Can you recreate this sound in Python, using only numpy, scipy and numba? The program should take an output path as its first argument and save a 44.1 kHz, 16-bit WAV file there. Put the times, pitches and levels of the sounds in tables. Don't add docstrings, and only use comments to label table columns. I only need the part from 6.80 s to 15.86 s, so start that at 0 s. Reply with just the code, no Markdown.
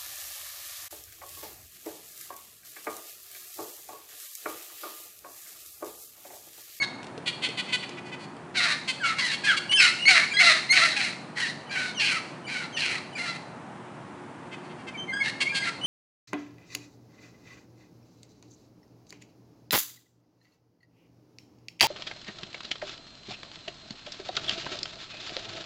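import sys
import numpy as np
from scipy import signal
from scipy.fft import rfft, irfft
from scipy.io import wavfile
from scipy.ndimage import uniform_filter1d
from numba import njit

SR = 44100
rng = np.random.default_rng(int(sys.argv[2]) if len(sys.argv) > 2 else 0)


def gain_from_db(level_db):
    decades = np.asarray(level_db, float) / 20
    return 10 ** decades


def wav_record(signal):
    frames = np.transpose(np.atleast_2d(signal))
    bounded = np.clip(frames, -1, 1)
    quanta = np.round(bounded * 32767).astype(np.int16)
    wavfile.write(sys.argv[1], SR, quanta)


N = 399546
TIME = np.arange(N) / SR
TOP_HZ = 10800


def level(x):
    return x / np.sqrt(np.mean(x ** 2))


@njit
def svf(x, hz, width):
    y, band, low = np.empty(len(x)), 0., 0.
    for i in range(len(x)):
        g, k = np.tan(np.pi * hz[i] / SR), width / hz[i]
        v = (band + g * (x[i] - low)) / (1 + g * (g + k))
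        band, low, y[i] = 2 * v - band, low + 2 * g * v, k * v
    return y


def ring(x, hz, width_hz):
    hz = hz + np.zeros(len(x))
    once = svf(x, hz, 1. * width_hz)
    return svf(once, hz, 1. * width_hz)


def walk(rate):
    hold = int(SR / rate)
    steps = np.repeat(rng.standard_normal(N // hold + 1), hold)
    return level(uniform_filter1d(steps, hold)[:N])


def play(notes, edge_s):
    s, *columns = np.transpose(np.concatenate(sorted(notes, key=lambda n: n[0][0])))
    gate = np.zeros(N)
    for n in notes:
        inside_s = np.minimum(TIME - n[0][0], n[-1][0] - TIME)
        gate += np.clip(inside_s / edge_s + .5, 0, 1)
    return gate, [np.interp(TIME, s, c) for c in columns]


def air():
    # (frequency [Hz], density [dB per Hz])
    spectrum = [(26, -88), (45, -40), (62, -25), (107, -10.5), (135, -3), (280, -5), (369, -10), (443, -12),
                (860, -10), (1330, -16), (1750, -18.5), (4670, -37), (10600, -40.5), (13800, -70),
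                (22000, -120)]
    corner_hz, corner_db = np.transpose(spectrum)
    f = np.fft.rfftfreq(N, 1 / SR) + 1
    noise = rfft(rng.standard_normal(N)) * gain_from_db(np.interp(np.log(f), np.log(corner_hz), corner_db))
    rumble, swell = np.zeros(N), walk(0.7)
    for hz in 25 * 2 ** np.arange(0, 9, .5):
        share = np.clip(1 - 2 * np.abs(np.log2(f / hz)), 0, 1)
        rumble += gain_from_db(.5 * swell + 0.38 * walk(3.2)) * irfft(noise * share, N)
    hum = level(ring(rng.standard_normal(N), 358, 11)) * gain_from_db(3.5 * walk(4.2))
    return gain_from_db(-42.5) * (level(rumble) + gain_from_db(-14.0) * hum)


def tune(calls, shape):
    peak, glide, start_db, end_db, octave_db, third_db = shape
    brighten, usual_db = 0.17, -30.5
    notes = []
    for s, length, db, start_hz, end_hz in calls:
        times = s + length * np.array([0, np.clip(peak, .05, .95), 1])
        hz = start_hz + (end_hz - start_hz) * np.array([0, glide, 1])
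        effort = db + np.array([start_db, 0, end_db])
        third = effort + third_db + brighten * (effort - usual_db)
        notes.append(np.transpose([times, hz, third, effort, effort + octave_db]))
    return notes


def whistle(notes):
    overtones_db = [-10, -8]
    gate, (hz, third_db, db, octave_db) = play(notes, .005)
    turn = 2 * np.pi * np.cumsum(hz * (1 + 0.011 * walk(300))) / SR
    upper = np.sin(3 * turn)
    for k, overtone_db in zip((4, 5), overtones_db):
        upper = upper + gain_from_db(overtone_db) * np.sin(k * turn) * (k * hz < TOP_HZ)
    tone = gain_from_db(db) * np.sin(turn)
    tone += gain_from_db(octave_db + 1.66 * walk(70)) * np.sin(2 * turn)
    tone += gain_from_db(third_db + 4.5 + 3.63 * walk(70)) * upper
    return np.sqrt(2) * gate * gain_from_db(2.4 * walk(90)) * tone


def lead_whistles():
    # (time [s], length [s], peak level [dB], start pitch [Hz], end pitch [Hz])
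    slides = [
        (0, .035, -25, 2202, 2150),
        (2.975, .045, -19, 2750, 2200),
        (4.892, .028, -41, 2356, 2221),
        (5.667, .021, -39, 2328, 2380),
        (6.352, .02, -37.5, 2410, 2339),
    ]
    # (time [s], length [s], peak level [dB], start pitch [Hz], end pitch [Hz])
    sweeps = [
        (2.665, .085, -20.5, 1760, 1224),
    ]
    # (time [s], length [s], peak level [dB], start pitch [Hz], end pitch [Hz])
    sags = [
        (2.2, .13, -28, 1716, 1300),
    ]
    # (time [s], length [s], peak level [dB], start pitch [Hz], end pitch [Hz])
    lead_ins = [
        (2.895, .08, -19, 2886, 3070),
        (3.19, 0.065, -30.5, 2730, 2900),
        (3.5, .033, -29.5, 2366, 2370),
        (4.865, 0.031, -50, 3011, 3000),
        (5.635, .028, -45, 2980, 3007),
        (6.325, .023, -46, 2990, 2980),
        (9.012, 0.0505, -28.5, 2939, 3040),
    ]
    # (time [s], length [s], peak level [dB], start pitch [Hz], end pitch [Hz])
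    shrieks = [
        (3.25, .05, -15, 2047, 2236),
        (3.568, 0.039, -17.5, 2010, 2114),
        (3.89, 0.045, -19.5, 1986, 2150),
    ]
    # (time [s], length [s], peak level [dB], start pitch [Hz], end pitch [Hz])
    chirps = [
        (3.42, 0.0225, -22, 2249, 2245),
        (8.14, 0.0304, -36.5, 2402, 2200),
        (8.28, 0.0407, -31.5, 2160, 2080),
        (8.403, .032, -23, 2252, 2116),
        (8.655, .032, -28, 2110, 2269),
        (8.69, .035, -26.5, 2347, 2384),
        (8.82, .03, -28.5, 2066, 2115),
    ]
    # (peak at [share of length], glide done by then [share],
    # start level [dB], end level [dB], octave level [dB], third partial level [dB])
    slide_shape = (0.7, 0.31, -2, -2.5, -8, -22)
    sweep_shape = (.28, .1, -12, -8, -8, -27)
    sag_shape = (0.4, 0.87, -13, -8, -14, -24)
    lead_in_shape = (0.64, 1.07, -10.5, 1, -22.5, -24.5)
    shriek_shape = (.5, 1, -11, 0.5, -5.5, -27)
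    chirp_shape = (.5, .55, -8, -5, -24, -38)
    notes = tune(lead_ins, lead_in_shape) + tune(shrieks, shriek_shape) + tune(slides, slide_shape)
    notes += tune(sweeps, sweep_shape) + tune(sags, sag_shape) + tune(chirps, chirp_shape)
    return whistle(notes)


@njit
def flap(hz, ragged, chance, drift, slip, scatter):
    pulses, phase, p, k = np.zeros(len(hz) + 200), np.empty(len(hz)), 0., 0
    for i in range(len(hz)):
        step = hz[i] * np.exp(drift * ragged[i] ** 2 * chance[k, 0]) / SR
        p += step
        if p >= 1:
            p, k = p - 1, k + 1
            late = max(-.4, min(.4, slip * ragged[i] * chance[k, 1]))
            at = i + 40 - p / step + late / step
            size, j = np.exp(scatter * ragged[i] * chance[k, 2]), max(int(at), 0)
            pulses[j] += size * (1 - (at - j))
            pulses[j + 1] += size * (at - j)
        phase[i] = p
    return pulses[:len(hz)], phase


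def voice(hz, ragged, rasp_db):
    chance = rng.standard_normal((N // 20, 3))
    pulses, phase = flap(hz, ragged, chance, .13, .1, .45)
    rasp = np.exp(-phase / 0.067) * np.diff(rng.standard_normal(N + 1))
    return level(pulses * np.sqrt(700 / hz)) + gain_from_db(rasp_db) * ragged * level(rasp)


def breath(calls, bird, lungs, ragged):
    throat_hz, follow, beak_db, chest_db, second_db = bird
    attack_s, attack_db, sag_db, release, release_db = lungs
    beak = beak_db + np.array([-4, 0, 0, 0])
    chest = chest_db + np.array([-17, 0, -6.5, -6.5])
    notes = []
    for s, length, db, start_hz, end_hz in calls:
        u = np.array([0, min(attack_s / length, .4), 1 - np.clip(release, .05, .5), 1])
        hz = start_hz + (end_hz - start_hz) * u
        effort = db + np.array([attack_db, 0, sag_db, release_db])
        throat = throat_hz * (hz / 800) ** follow
        notes.append(np.transpose([s + length * u, effort, beak, chest, second_db + 0 * u,
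                                   throat, hz, ragged + 0 * u]))
    return notes


def squawks():
    # (time [s], length [s], level [dB], start membrane rate [Hz], end membrane rate [Hz])
    third_bird = [
        (.012, .045, -30.5, 537, 530),
        (1.748, .21, -23.5, 821, 570),
        (2.365, .185, -27.5, 1078, 861),
        (4.558, .165, -28.5, 999.6, 900.6),
        (8.43, .08, -30, 856, 937),
        (8.83, .08, -30, 776, 636),
    ]
    # (time [s], length [s], level [dB], start membrane rate [Hz], end membrane rate [Hz])
    hoarse = [
        (2.235, 0.11, -28, 774.5, 624),
        (2.64, .12, -25, 854.5, 628),
        (4.91, 0.21, -30, 802, 697.6),
        (5.68, .19, -32.5, 780, 685),
        (6.365, 0.21, -32, 750, 660),
    ]
    # (time [s], length [s], level [dB], start membrane rate [Hz], end membrane rate [Hz])
    shrill = [
        (2.995, .11, -17.5, 779.6, 647.2),
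        (5.195, .195, -24.5, 926, 643),
        (5.97, .22, -27.5, 913, 599),
    ]
    # (time [s], length [s], level [dB], start membrane rate [Hz], end membrane rate [Hz])
    harsh = [
        (3.28, 0.18, -17, 789.7, 574),
        (3.601, .2, -16.5, 725, 612),
        (3.927, .225, -18.5, 734.7, 583),
        (4.16, 0.18, -27, 826, 675),
    ]
    # (throat at 800 Hz pitch [Hz], throat follows pitch [exponent],
    # beak level [dB], chest level [dB], second partial level [dB])
    third_voice = (1948, 0.22, -6.5, -18, -8)
    hoarse_voice = (1858, 0.33, -8, -20.5, -13.5)
    shrill_voice = (2405, 0.93, -5.5, -24, -3.5)
    harsh_voice = (2184, 0.84, -6, -13.5, -11)
    # (attack [s], attack level [dB], sag over the hold [dB],
    # release [share of length], release level [dB])
    third_breath = (.03, -11, -.7, .18, -14)
    hoarse_breath = (.045, -3.5, 0.7, 0.44, -7.5)
    shrill_breath = (.025, -1.5, -1.5, 0.6, -8.5)
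    harsh_breath = (-0.4, 3, -0.5, 0.5, -16)
    calls = breath(harsh, harsh_voice, harsh_breath, .56)
    calls += breath(shrill, shrill_voice, shrill_breath, .68)
    calls += breath(hoarse, hoarse_voice, hoarse_breath, .34)
    calls += breath(third_bird, third_voice, third_breath, .58)
    gate, (db, beak_db, chest_db, second_db, throat_hz, hz, ragged) = play(calls, .016)

    hz = hz * (1 + .03 * walk(45))
    source = voice(hz, ragged * np.exp(.3 * walk(45)), -5)
    source = source / np.sqrt(uniform_filter1d(ring(source, 2500, 3000) ** 2, size=600))

    patchy_db = 2.5
    throat = gain_from_db(patchy_db * walk(60)) * level(ring(source, throat_hz * (1 + 0.059 * walk(50)), 1000))
    throat += gain_from_db(-14.0) * level(ring(source, 2340, 1560))
    throat += gain_from_db(second_db + patchy_db * walk(60)) * level(ring(source, 2 * hz, 270))
    throat += gain_from_db(-6 + patchy_db * walk(60)) * level(ring(source, 3 * hz, 960))
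    chest = gain_from_db(chest_db + 7.0 + patchy_db * walk(40)) * level(ring(source, hz, 260))
    beak_hz = 4010 * (throat_hz / 2100) ** .15 * (1 + .025 * walk(40))
    beak = gain_from_db(patchy_db * walk(60)) * level(ring(source, beak_hz, 850))
    top = gain_from_db(-28.5) * level(ring(source, 6110, 1200)) + gain_from_db(-14.0) * level(ring(source, 7400, 10100))
    top = gain_from_db(patchy_db * walk(60)) * top
    body = throat + chest + gain_from_db(beak_db + 5.0) * (beak - top)
    return gate * gain_from_db(db - 5 + 1.25 * walk(170)) * body


def taps():
    # (time [s], tick level [dB], thud level [dB])
    contacts = [
        (0.2297, -43, -50),
        (0.243, -44, -41),
        (0.2677, -46, -52),
        (0.3775, -43.5, -30),
        (0.6884, -37, -31.5),
        (1.0921, -38, -39),
        (1.5667, -51, -41),
    ]
    out, t = np.zeros(N), TIME[:3000]
    for s, tick_db, thud_db in contacts:
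        scrape = ring(rng.standard_normal(len(t)), 2700, 4400)
        tick = gain_from_db(tick_db + 12.5) * scrape * np.exp(-t / 0.0041)
        thud = gain_from_db(thud_db) * np.sin(2 * np.pi * 450 * t) * np.exp(-t / 0.0099)
        out[int(s * SR):][:len(t)] += tick + thud
    return out


def quacks():
    # (time [s], peak level [dB], fifth partial [Hz], beak opening [dB], length [s])
    near = [(0.457, -13.5, 2417, -8.5, 0.051), (0.617, -13, 2535, -9, 0.065),
            (0.6844, -20, 2530, -37, 0.038), (0.77, -12, 2494, -10.5, 0.047),
            (0.873, -19.5, 2566, -17, 0.055), (0.92, -9.5, 2492, -11, 0.047),
            (1.023, -17, 2420, -23, 0.028), (1.169, -19, 2475, -36, 0.032),
            (1.314, -21, 2500, -20.5, 0.047), (7.709, -24, 2575, -21, 0.052), (7.89, -32, 2634, -17, 0.048)]
    # (time [s], peak level [dB], fifth partial [Hz], beak opening [dB], length [s])
    far = [
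        (0.8308, -37, 2470, -2, 0.1),
        (1.0901, -30, 2440, -29, 0.062),
        (1.2408, -28.5, 2460, -15.5, 0.074),
        (1.3866, -31, 2450, -7, 0.077),
        (7.83, -41.5, 2500, -7, 0.065),
        (7.981, -35.5, 2310, -14, 0.051),
    ]
    # (time [s], peak level [dB], fifth partial [Hz], beak opening [dB], length [s])
    late = [
        (2.0739, -12.5, 2576, -8.5, 0.048),
        (2.2416, -9, 2793, -15, 0.041),
        (2.3833, -7, 2742, -14.5, 0.033),
        (2.5113, -15.5, 2771, -9, 0.054),
        (2.6407, -14, 2597, -6.5, 0.023),
        (2.7648, -11, 2814, -8, 0.027),
        (2.912, -9, 2786, -13.5, 0.03),
        (8.0664, -20, 2616, -19.5, 0.038),
        (8.6024, -5, 2758, -12, 0.038),
        (8.7426, -13, 2688, -5.5, 0.053),
    ]
    # (centre [Hz], width [Hz], level [dB])
    resonances = [
        (2200, 1020, -1.5),
        (3314, 1140, -1),
        (4396, 590, -10),
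        (7230, 6600, -18),
        (1640, 1900, -8.5),
    ]
    hz, size, mouth, beak = np.full(N, 520.), np.zeros(N), np.ones(N), np.ones(N)
    birds = ((near, 11.5), (late, 5.5), (far, 1))
    calls = sorted(tuple(row) + (mouth_db,) for rows, mouth_db in birds for row in rows)
    for s, db, fifth_hz, open_db, length, mouth_db in calls:
        u = (TIME - s) / length
        on = (u > 0) & (u < 1)
        hz[on] = fifth_hz / 5 * (1 + 0.0483 * (.5 - u[on]))
        size[on] = gain_from_db(db - 19.0) * np.sin(np.pi * u[on]) ** .8
        mouth[on], beak[on] = gain_from_db(open_db + mouth_db), gain_from_db(open_db + 16.0)
    source = voice(hz, .2 * np.exp(.2 * walk(60)), 8)
    bands = [(-1) ** k * gain_from_db(d) * level(ring(source, f, w)) for k, (f, w, d) in enumerate(resonances)]
    body = bands[0] + mouth * bands[1] + bands[4] + beak * (bands[2] + bands[3])
    return size * gain_from_db(1.2 * walk(80)) * body


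def further_whistles():
    # (time [s], length [s], peak level [dB], start pitch [Hz], end pitch [Hz])
    answers = [
        (2.955, .115, -26, 1694, 1416),
        (3.535, 0.0645, -29.5, 1601, 1678),
    ]
    # (time [s], length [s], peak level [dB], start pitch [Hz], end pitch [Hz])
    dips = [
        (5.145, .057, -36.5, 3200, 2758),
        (5.925, .047, -38, 3200, 2897),
    ]
    # (time [s], length [s], peak level [dB], start pitch [Hz], end pitch [Hz])
    peeps = [
        (8.172, 0.0736, -40, 3049, 3109),
    ]
    # (time [s], length [s], peak level [dB], start pitch [Hz], end pitch [Hz])
    murmurs = [
        (8.322, .108, -32.5, 1607, 1670),
        (8.722, 0.16, -35, 1625, 1623),
    ]
    # (peak at [share of length], glide done by then [share],
    # start level [dB], end level [dB], octave level [dB], third partial level [dB])
    answer_shape = (1.5, 0.96, -6.5, -5.5, 0, -11.5)
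    dip_shape = (0.5, 0.5, -13, -1.5, -6.5, -27)
    peep_shape = (.4, .8, -6, -6, -13, -34)
    murmur_shape = (.2, .25, -4, -1.5, -11, -20)
    notes = tune(answers, answer_shape) + tune(murmurs, murmur_shape)
    notes += tune(peeps, peep_shape) + tune(dips, dip_shape)
    return whistle(notes)


def walls(x):
    low_t60_s, treble_t60_s, build_s = 0.45, 0.63, 0.0022
    t, noise = TIME[:SR], rng.standard_normal(SR)
    low = signal.sosfilt(signal.butter(2, 3500, fs=SR, output="sos"), noise)
    tail = low * gain_from_db(-60 * t / low_t60_s) + (noise - low) * gain_from_db(-60 * t / treble_t60_s)
    tail *= np.clip(t / build_s, 0, 1)
    return signal.fftconvolve(x, tail / np.sqrt(np.sum(tail ** 2)))[:N]


def scene():
    birds = lead_whistles() + squawks() + taps() + quacks() + further_whistles()
    return (birds + gain_from_db(-7.5) * walls(birds) + air())[None]


def top_cut(x):
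    return signal.sosfilt(signal.butter(12, 10800, fs=SR, output="sos"), x)


def record(dry):
    soft = 1.5 * np.tanh(dry / 1.5)
    cut = signal.sosfilt(signal.ellip(10, .3, 60, TOP_HZ, fs=SR, output="sos"), soft)
    mix = signal.sosfilt(signal.butter(2, 60, "high", fs=SR, output="sos"), cut)
    return top_cut(mix)


dry = scene()
out = record(dry)
wav_record(out)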